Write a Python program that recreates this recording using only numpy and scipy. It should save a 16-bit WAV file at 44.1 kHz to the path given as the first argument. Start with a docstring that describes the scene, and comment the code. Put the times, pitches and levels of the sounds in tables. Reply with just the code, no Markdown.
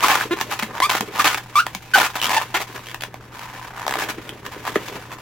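"""A long latex balloon, twisted round itself by two hands, close to a stereo microphone in a quiet room.
The skin sticks and slips: single slips tick and crack, slow runs of them ratchet, fast runs creak,
and when they lock into step they squeal. Between twists the fingers slide and fumble, and the air
in the tube booms when let go. Behind it lie a short room tail, room tone and mains hum."""
import sys
import numpy as np
from scipy import signal
from scipy.fft import rfft, irfft, next_fast_len
from scipy.io import wavfile

SR = 44100
rng = np.random.default_rng(int(sys.argv[2]) if len(sys.argv) > 2 else 0)


def int16_out(signal):
    """Quantize to a 16-bit WAV file."""
    q = np.round(np.clip(np.atleast_2d(signal).T, -1, 1) * 32767)
    wavfile.write(sys.argv[1], SR, q.astype(np.int16))


N = 230025
TIME = np.arange(N) / SR

# Noise colours. Each row: frequency in Hz, relative level in dB.
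ROOM_COLOUR = [(24, 1), (40, -7), (100, -5), (200, -7.5), (1500, -26), (5000, -44), (16000, -48)]
KNOCK_COLOUR = [(90, 0), (170, -2.5), (270, -1), (430, 3), (700, -11), (1200, -11.5)]
RUB_COLOUR = [(250, -48), (650, -3), (950, 4.5), (1300, -3.5), (1750, 0), (2300, -11), (3200, -22)]
SKIN_COLOUR = [(150, -42), (280, 2.5), (550, -6), (830, 9.5), (1400, -9.5), (1750, 4.5), (2300, -4.5),
               (3200, -54)]
CRACK_COLOUR = [(1400, -3), (2300, 4.5), (3200, -0.5), (4500, -6), (7000, -8.5), (9200, -15.5),
                (11000, -12), (16000, -13.5)]
# How alike left and right are at the microphone. Each row: frequency in Hz, correlation.
STEREO_LIKENESS = [(300, 0.94), (1000, 0.92), (2000, 0.67), (4000, 0.41), (8000, 0.041), (16000, 0)]
# Air booming in the tube. Each row: start in seconds, level in dB, pitch in Hz, 60 dB decay in seconds.
AIR_BOOMS = [(0.625, -18, 220, 0.086), (1.004, -21, 202, 0.099), (1.75, -25.5, 186, 0.1)]
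# Fingers shifting their grip. Each row: time in seconds, relative level in dB.
GRIP_LEVELS = [(0.0, -38), (0.42, -43), (1.13, -40.5), (1.58, -57), (2.09, -49), (3.72, -52), (4.0, -33),
               (4.37, -43.5), (4.85, -38), (5.22, -52)]
# Fingers sliding on the skin. Each row: time in seconds, relative rub and hiss levels in dB.
SLIDE_LEVELS = [(0.0, -28.5, -36.5), (0.09, -23, -32), (0.33, -51, -47.5), (0.62, -49, -39.5),
                (0.74, -34, -51.5), (1.2, -48, -42.5), (1.38, -43.5, -48.5), (1.95, -47.5, -47),
                (2.15, -35.5, -40), (2.41, -42, -44.5), (2.56, -39, -42.5), (2.8, -43, -46),
                (3.22, -47, -56), (3.56, -38.5, -44.5), (3.79, -39, -55), (3.97, -30.5, -39.5),
                (4.21, -46.5, -46.5), (4.43, -46.5, -52.5), (4.77, -40, -39), (5.22, -42, -50.5)]
# Soft finger strokes. Each row: middle and length in seconds, level in dB.
FINGER_STROKES = [(0.38, 0.041, -32), (.565, 0.075, -39), (0.763, 0.08, -31.5), (1.184, 0.12, -27),
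                  (2.262, 0.096, -26.5), (2.416, 0.051, -26), (2.77, 0.059, -30), (3.415, 0.2, -36),
                  (3.676, 0.034, -36.5), (3.809, 0.13, -32.5), (4.46, 0.03, -33.5), (4.532, 0.056, -36),
                  (4.676, 0.08, -28), (4.97, 0.02, -28.5), (5.121, 0.05, -35.5)]
# Squeals. Each row: start and end in seconds, first and last pitch in Hz, bend (under 1 glides early,
# over 1 late), first and last level in dB, roughness from 0 to 1, overtone lift in dB.
SKIN_SQUEALS = [(0.036, 0.05, 1080, 1200, 0.93, -12.5, -14, 0.52, 3),
                (.208, 0.213, 1660, 1600, 1, -23, -9.5, 0.1, -4),
                (0.307, .342, 345, 378, 2.6, -17.5, -16.5, 0.11, -3.5),
                (.820, 0.867, 882, 1245, 0.41, -12.5, -19.5, 0.06, 5.5),
                (1.195, 1.212, 1317, 1033, 0.83, -10.5, -15.5, 0.15, -1),
                (1.555, 1.610, 1155, 1608, 2.96, -12.5, -11, 0.17, 0),
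                (1.936, 1.955, 1483, 1515, 0.72, -15, -4.5, 0.23, 3.5),
                (1.955, 1.995, 840, 620, 2.04, -15, -19, 0, -23),
                (2.330, 2.368, 861, 908, 1.47, -24.5, -29, 0.13, 10),
                (2.365, 2.386, 898, 864, 1.55, -14.5, -16.5, 0.29, 3.5),
                (2.539, 2.587, 332.8, 403, 1.24, -29, -36, 0.17, 11),
                (4.756, 4.767, 424, 357, 1.5, -11, -12.5, 0.57, -11)]
# A squeal's overtones. Each row: frequency in Hz, relative level in dB.
SQUEAL_OVERTONES = [(700, -12), (1200, -7), (2200, -14.5), (3400, -17.5), (5000, -24), (9000, -31),
                    (15000, -34)]
# One creak for each push of the hands. Each row: start and end in seconds, level in dB, pitch in Hz.
SKIN_CREAKS = [(0.027, 0.161, -19.5, 1275), (0.171, 0.241, -28.5, 1240), (0.4, 0.423, -27.5, 1140),
               (.508, 0.539, -25.5, 1100), (0.591, 0.601, -24, 1200), (0.624, 0.635, -24.5, 1720),
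               (0.895, 0.925, -21, 1110), (0.93, 0.987, -25.5, 1220), (1.192, 1.223, -21, 1210),
               (1.244, 1.281, -15.5, 1270), (1.282, 1.35, -27, 1290), (1.374, 1.384, -25.5, 1340),
               (1.956, 2.018, -17, 1290), (2.012, 2.068, -22.5, 1250), (2.155, 2.172, -24.5, 1000),
               (2.294, 2.369, -23, 985), (2.543, 2.573, -22.5, 1420), (2.599, 2.626, -27.5, 880),
               (3.984, 4.048, -28, 1422), (4.088, 4.114, -27, 1440)]
# Slow stick-slip. Each row: start and end in seconds, first and last rate in ticks per second,
# relative ring and crack levels in dB.
SKIN_RATCHETS = [(2.216, 2.261, 92, 165, -22, -16), (2.859, 2.924, 113, 102, -39.5, -34.5),
                 (3.009, 3.038, 79, 69, -25.5, -25.5), (3.865, 3.98, 68, 65, -17, -25.5)]
# The loudest single slips. Each row: start in seconds, relative ring and crack levels in dB.
LONE_SLIPS = [(0.006, -18, -24), (0.083, -2.5, -15), (0.1, -2, -19), (0.155, -5, -20), (0.412, -7, -18.5),
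              (0.626, -16.5, -25), (0.802, -4, -18.5), (0.901, -13, -15.5), (0.951, -8, -20.5),
              (1.008, -8.5, -17.5), (1.195, -13, -19.5), (1.277, -15, -11.5), (1.345, -8, -19.5),
              (1.666, -11, -24), (1.749, -17, -20.5), (2.031, -8, -30), (2.2, -34, -23),
              (2.267, -17, -18.5), (2.945, -17.5, -27), (3.142, -19.5, -36.5), (4.022, -14, -38),
              (4.087, -23, -31), (4.292, -27.5, -25), (4.677, -11.5, -30.5), (4.757, -4, -29),
              (4.884, -21.5, -30.5)]

RING_SPREAD = 0.11  # spread of log pitch: each slip finds the skin at a slightly different tension
LEFT_RIGHT = np.array([[1], [-1]])


def from_db(db):
    return 10 ** (np.asarray(db) / 20)


def unit_rms(x):
    return x / np.sqrt(np.mean(x ** 2) + 1e-20)


def at_hz(points, hz):
    """A table read on a log-frequency axis."""
    knots, values = np.transpose(points)
    return np.interp(np.log(hz + 1), np.log(knots), values)


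def drift(per_s):
    """A random wander of rms 1 that turns about per_s times a second."""
    knots = rng.standard_normal(N // 8)
    return unit_rms(np.interp(TIME * per_s, np.arange(len(knots)), knots))


def noise(colour):
    """Stereo noise of rms 1 that falls away outside its colour; left and right part in the treble."""
    size = next_fast_len(N)
    hz = np.arange(size // 2 + 1) * SR / size + 1e-3
    mid, side = rfft(rng.standard_normal((2, size)))
    alike = at_hz(STEREO_LIKENESS, hz)
    stereo = np.sqrt(1 + alike) * mid + np.sqrt(1 - alike) * side * LEFT_RIGHT
    roll_off = (1 + (colour[0][0] / hz) ** 2) * (1 + (hz / colour[-1][0] / 2) ** 4)
    return unit_rms(irfft(from_db(at_hz(colour, hz)) / roll_off * stereo, size)[:, :N])


def add(out, start_s, sound):
    i = int(np.clip(start_s * SR, 0, N - 1))
    out[..., i:i + sound.shape[-1]] += sound[..., :N - i]


def background():
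    """The quiet room: low room tone and a slightly wavering mains hum."""
    room_tone = from_db(-47) * noise(ROOM_COLOUR)
    hum = from_db(-44 + 0.53 * drift(6.6)) * np.sin(2 * np.pi * 120 * TIME)
    return room_tone + hum


def room(direct, t60_s, wet_db):
    """A short diffuse tail from the table and the walls reaches the microphone 3 ms late."""
    t = TIME[:SR // 2]
    diffuse = noise([(100, -4.5), (1500, -3.1), (5000, -0.9), (16000, -1)])[:, :len(t)]
    tail = unit_rms(diffuse * from_db(-60 * t / t60_s) * (t > 0.003)) / np.sqrt(len(t))
    return direct + from_db(wet_db) * signal.fftconvolve(direct, tail, axes=1)[:, :N]


def slips(times, ring_db, crack_db, pitch_hz, swell_s, crack_s, spread):
    """Each slip rings the skin and cracks. The motion holds left, right, ring power and crack power."""
    motion, t = np.zeros((4, N)), TIME[:int(0.015 * SR)]
    swell, snap = t / swell_s * np.exp(1 - t / swell_s), np.exp(-t / crack_s)
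    chance = rng.standard_normal((len(times), 3))
    for start, ring, crack, (detune, side, sign) in zip(times, from_db(ring_db), from_db(crack_db), chance):
        phase = 2 * np.pi * pitch_hz * np.exp(spread * detune) * t + 0.3 * side * LEFT_RIGHT
        tone = np.sqrt(2) * np.sign(sign) * ring * swell * np.sin(phase)
        add(motion, start, np.vstack([tone, (ring * swell) ** 2, (crack * snap) ** 2]))
    return motion


def slip_run(start, end, per_s, uneven_db, **slip_shape):
    """Stress builds and lets go at uneven intervals; ring and crack each have mean power 1."""
    gap, size, sharpness = rng.standard_normal((N // 40, 3)).T
    times = np.cumsum(np.exp(0.5 * gap)) / per_s
    times = times - times[0] + start
    times = times[times < end]
    size_db = uneven_db * np.clip(size[:len(times)], -2, 1.5)
    run = slips(times, size_db, size_db + 2 * sharpness[:len(times)], **slip_shape)
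    ring, crack = run[2:].sum(axis=1) / ((end - start) * SR)
    return run / np.array([[np.sqrt(ring)], [np.sqrt(ring)], [ring], [crack]])


def pressed(run, ring_db, crack_db):
    """A run of slips brought to its strength."""
    ring, crack = from_db(ring_db), from_db(crack_db)
    return np.array([run[0] * ring, run[1] * ring, run[2] * ring ** 2, run[3] * crack ** 2])


def skin(motion, colour, scatter):
    """Part of each ring scatters into the many modes of the skin; the crack is broad treble."""
    tone, ring_power, crack_power = motion[:2], motion[2], motion[3]
    body = np.sqrt(1 - scatter) * tone + np.sqrt(scatter * ring_power) * noise(colour)
    return body + np.sqrt(crack_power) * noise(CRACK_COLOUR) * from_db(0.4 * LEFT_RIGHT)


def booms():
    """A sudden release sets the enclosed air ringing; it swells over the first cycle."""
    out, t = np.zeros(N), TIME[:SR // 2]
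    for start, db, hz, t60_s in AIR_BOOMS:
        envelope = from_db(db - 60 * t / t60_s) * np.minimum(hz * t, 1)
        add(out, start, envelope * np.sin(2 * np.pi * hz * t))
    return out


def fumbling():
    """Fingers shift their grip with soft, dull knocks."""
    grip_db = np.interp(TIME, *np.transpose(GRIP_LEVELS))
    return from_db(grip_db - 1.5 + 5.5 * drift(70)) * noise(KNOCK_COLOUR)


def sliding(fade_db_per_s=238):
    """Light contact gives a patter of tiny slips; it also rises with each creak and trails after it."""
    times, *levels = np.transpose(SLIDE_LEVELS)
    rub_db, hiss_db = [np.interp(TIME, times, db) for db in levels]
    trails = [np.where(TIME < start, -np.inf, db - fade_db_per_s * np.maximum(TIME - end, 0))
              for start, end, db, _ in SKIN_CREAKS]
    trail_db = np.max(trails, axis=0) - 11.5
    run = slip_run(0, N / SR, per_s=170, uneven_db=4,
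                   pitch_hz=1100, swell_s=0.0017, crack_s=0.018, spread=RING_SPREAD)
    motion = pressed(run, np.maximum(rub_db - 1, trail_db), np.maximum(hiss_db + 1.5, trail_db - 1.5))
    return skin(motion, RUB_COLOUR, scatter=0.9)


def strokes():
    """A finger speeds up and slows again; its tiny slips ring the skin softly near one pitch."""
    speed = sum(from_db(db) * np.cos(np.pi * np.clip((TIME - middle) / length, -0.5, 0.5))
                for middle, length, db in FINGER_STROKES)
    level_db = 20 * np.log10(speed + 1e-9)
    run = slip_run(0, N / SR, per_s=260, uneven_db=4,
                   pitch_hz=1080, swell_s=0.00086, crack_s=0.0033, spread=0.14)
    return skin(pressed(run, level_db, level_db - 5), RUB_COLOUR, scatter=0.51)


def squeals(lock_cycles=1.73, release_share=0.14):
    """Slips locked to one period: a gliding tone with unsteady overtones and a rasp once a cycle."""
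    out, jitter, flutter, rasp = np.zeros((2, N)), drift(900), drift(450), noise(CRACK_COLOUR)
    wobbles = [drift(380) for _ in range(12)]
    for start, end, first_hz, last_hz, bend, first_db, last_db, rough, lift_db in SKIN_SQUEALS:
        now = (TIME >= start) & (TIME < end)
        progress = (TIME[now] - start) / (end - start)
        hz = first_hz + (last_hz - first_hz) * progress ** bend
        cycles = np.cumsum(hz * (1 + 0.17 * rough * jitter[now])) / SR
        phase = 2 * np.pi * cycles
        fade = np.clip(np.minimum(cycles / lock_cycles, (1 - progress) / release_share), 0, 1)
        level_db = first_db + (last_db - first_db) * progress + 5.3 * rough * flutter[now]
        level = np.sqrt(2) * fade * from_db(level_db)
        out[:, now] += level * from_db(lift_db / 2 - 19) * (1 + np.cos(phase)) * rasp[:, now]
        for k, wobble in enumerate(wobbles, 1):
            overtone_db = lift_db + at_hz(SQUEAL_OVERTONES, k * hz.mean()) + 2 * wobble[now]
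            gain = 1 if k == 1 else from_db(overtone_db)
            # high overtones reach the two sides of the microphone in different phase
            apart = np.arccos(at_hz(STEREO_LIKENESS, k * hz.mean())) / 2 * LEFT_RIGHT
            out[:, now] += gain * level * np.sin(k * phase + rng.uniform(0, 2 * np.pi) + apart)
    return out


def creaks():
    """Latex dragged over latex under a tight grip slips in dense runs."""
    motion = np.zeros((4, N))
    for start, end, db, hz in SKIN_CREAKS:
        run = slip_run(start, end, per_s=370, uneven_db=1.5,
                       pitch_hz=hz, swell_s=0.00089, crack_s=0.0022, spread=0.17)
        crack_db = -28.5 + 0.93 * (db + 27.5)  # the crack grows more slowly than the ring
        motion += pressed(run, db, crack_db)
    return from_db(-0.16) * skin(motion, SKIN_COLOUR, scatter=0.37)


def ratchet_ticks(jitter_s=0.0006, uneven_db=2.5):
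    """Ticks follow the speed of the twist, which changes evenly through a ratchet."""
    ticks = []
    for start, end, first_per_s, last_per_s, ring_db, crack_db in SKIN_RATCHETS:
        t = TIME[(TIME >= start) & (TIME < end)]
        slipped = np.cumsum(np.linspace(first_per_s, last_per_s, len(t))) / SR
        times = np.interp(np.arange(np.ceil(slipped[-1])), slipped, t)
        chance = rng.standard_normal((32, 2)) * [jitter_s, uneven_db]
        ticks += [(s + late, ring_db + size, crack_db + size) for s, (late, size) in zip(times, chance)]
    return ticks


def single_slips():
    """Big slips and ratchet ticks, heard one by one. Sharp ones set a small taut patch chirping high."""
    lone = [(start, ring_db - 5.5, crack_db + 0.5) for start, ring_db, crack_db in LONE_SLIPS]
    times, ring_db, crack_db = np.transpose(lone + ratchet_ticks())
    chirp_share = 1 / (1 + from_db(2 * (ring_db - crack_db + 6.5)))
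    chirp_db, spray_db = crack_db + 10 * np.log10([chirp_share, np.clip(1 - chirp_share, 0.05, 1)])
    motion = slips(times, ring_db, spray_db + 5.5,
                   pitch_hz=1200, swell_s=0.00091, crack_s=0.002, spread=RING_SPREAD)
    chirp = slips(times, chirp_db + 0.5, chirp_db,
                  pitch_hz=3136, swell_s=0.00089, crack_s=0.001, spread=RING_SPREAD / 2)
    return skin(motion, SKIN_COLOUR, scatter=0.69) + chirp[:2]


def scene():
    """The balloon close up, its thin tube radiating little bass, with the room behind it."""
    balloon = single_slips() + creaks() + squeals() + strokes() + sliding() + fumbling() + booms()
    low_cut = signal.butter(2, 120, "high", fs=SR, output="sos")
    return room(signal.sosfilt(low_cut, balloon), t60_s=0.14, wet_db=-6.5) + background()


def record(dry):
    """The highest peaks are rounded and the top is cut."""
    high_cut = signal.ellip(12, 0.1, 95, 16050, fs=SR, output="sos")
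    return signal.sosfilt(high_cut, 1.106 * np.tanh(dry / 1.101))


dry = scene()
out = record(dry)
int16_out(out)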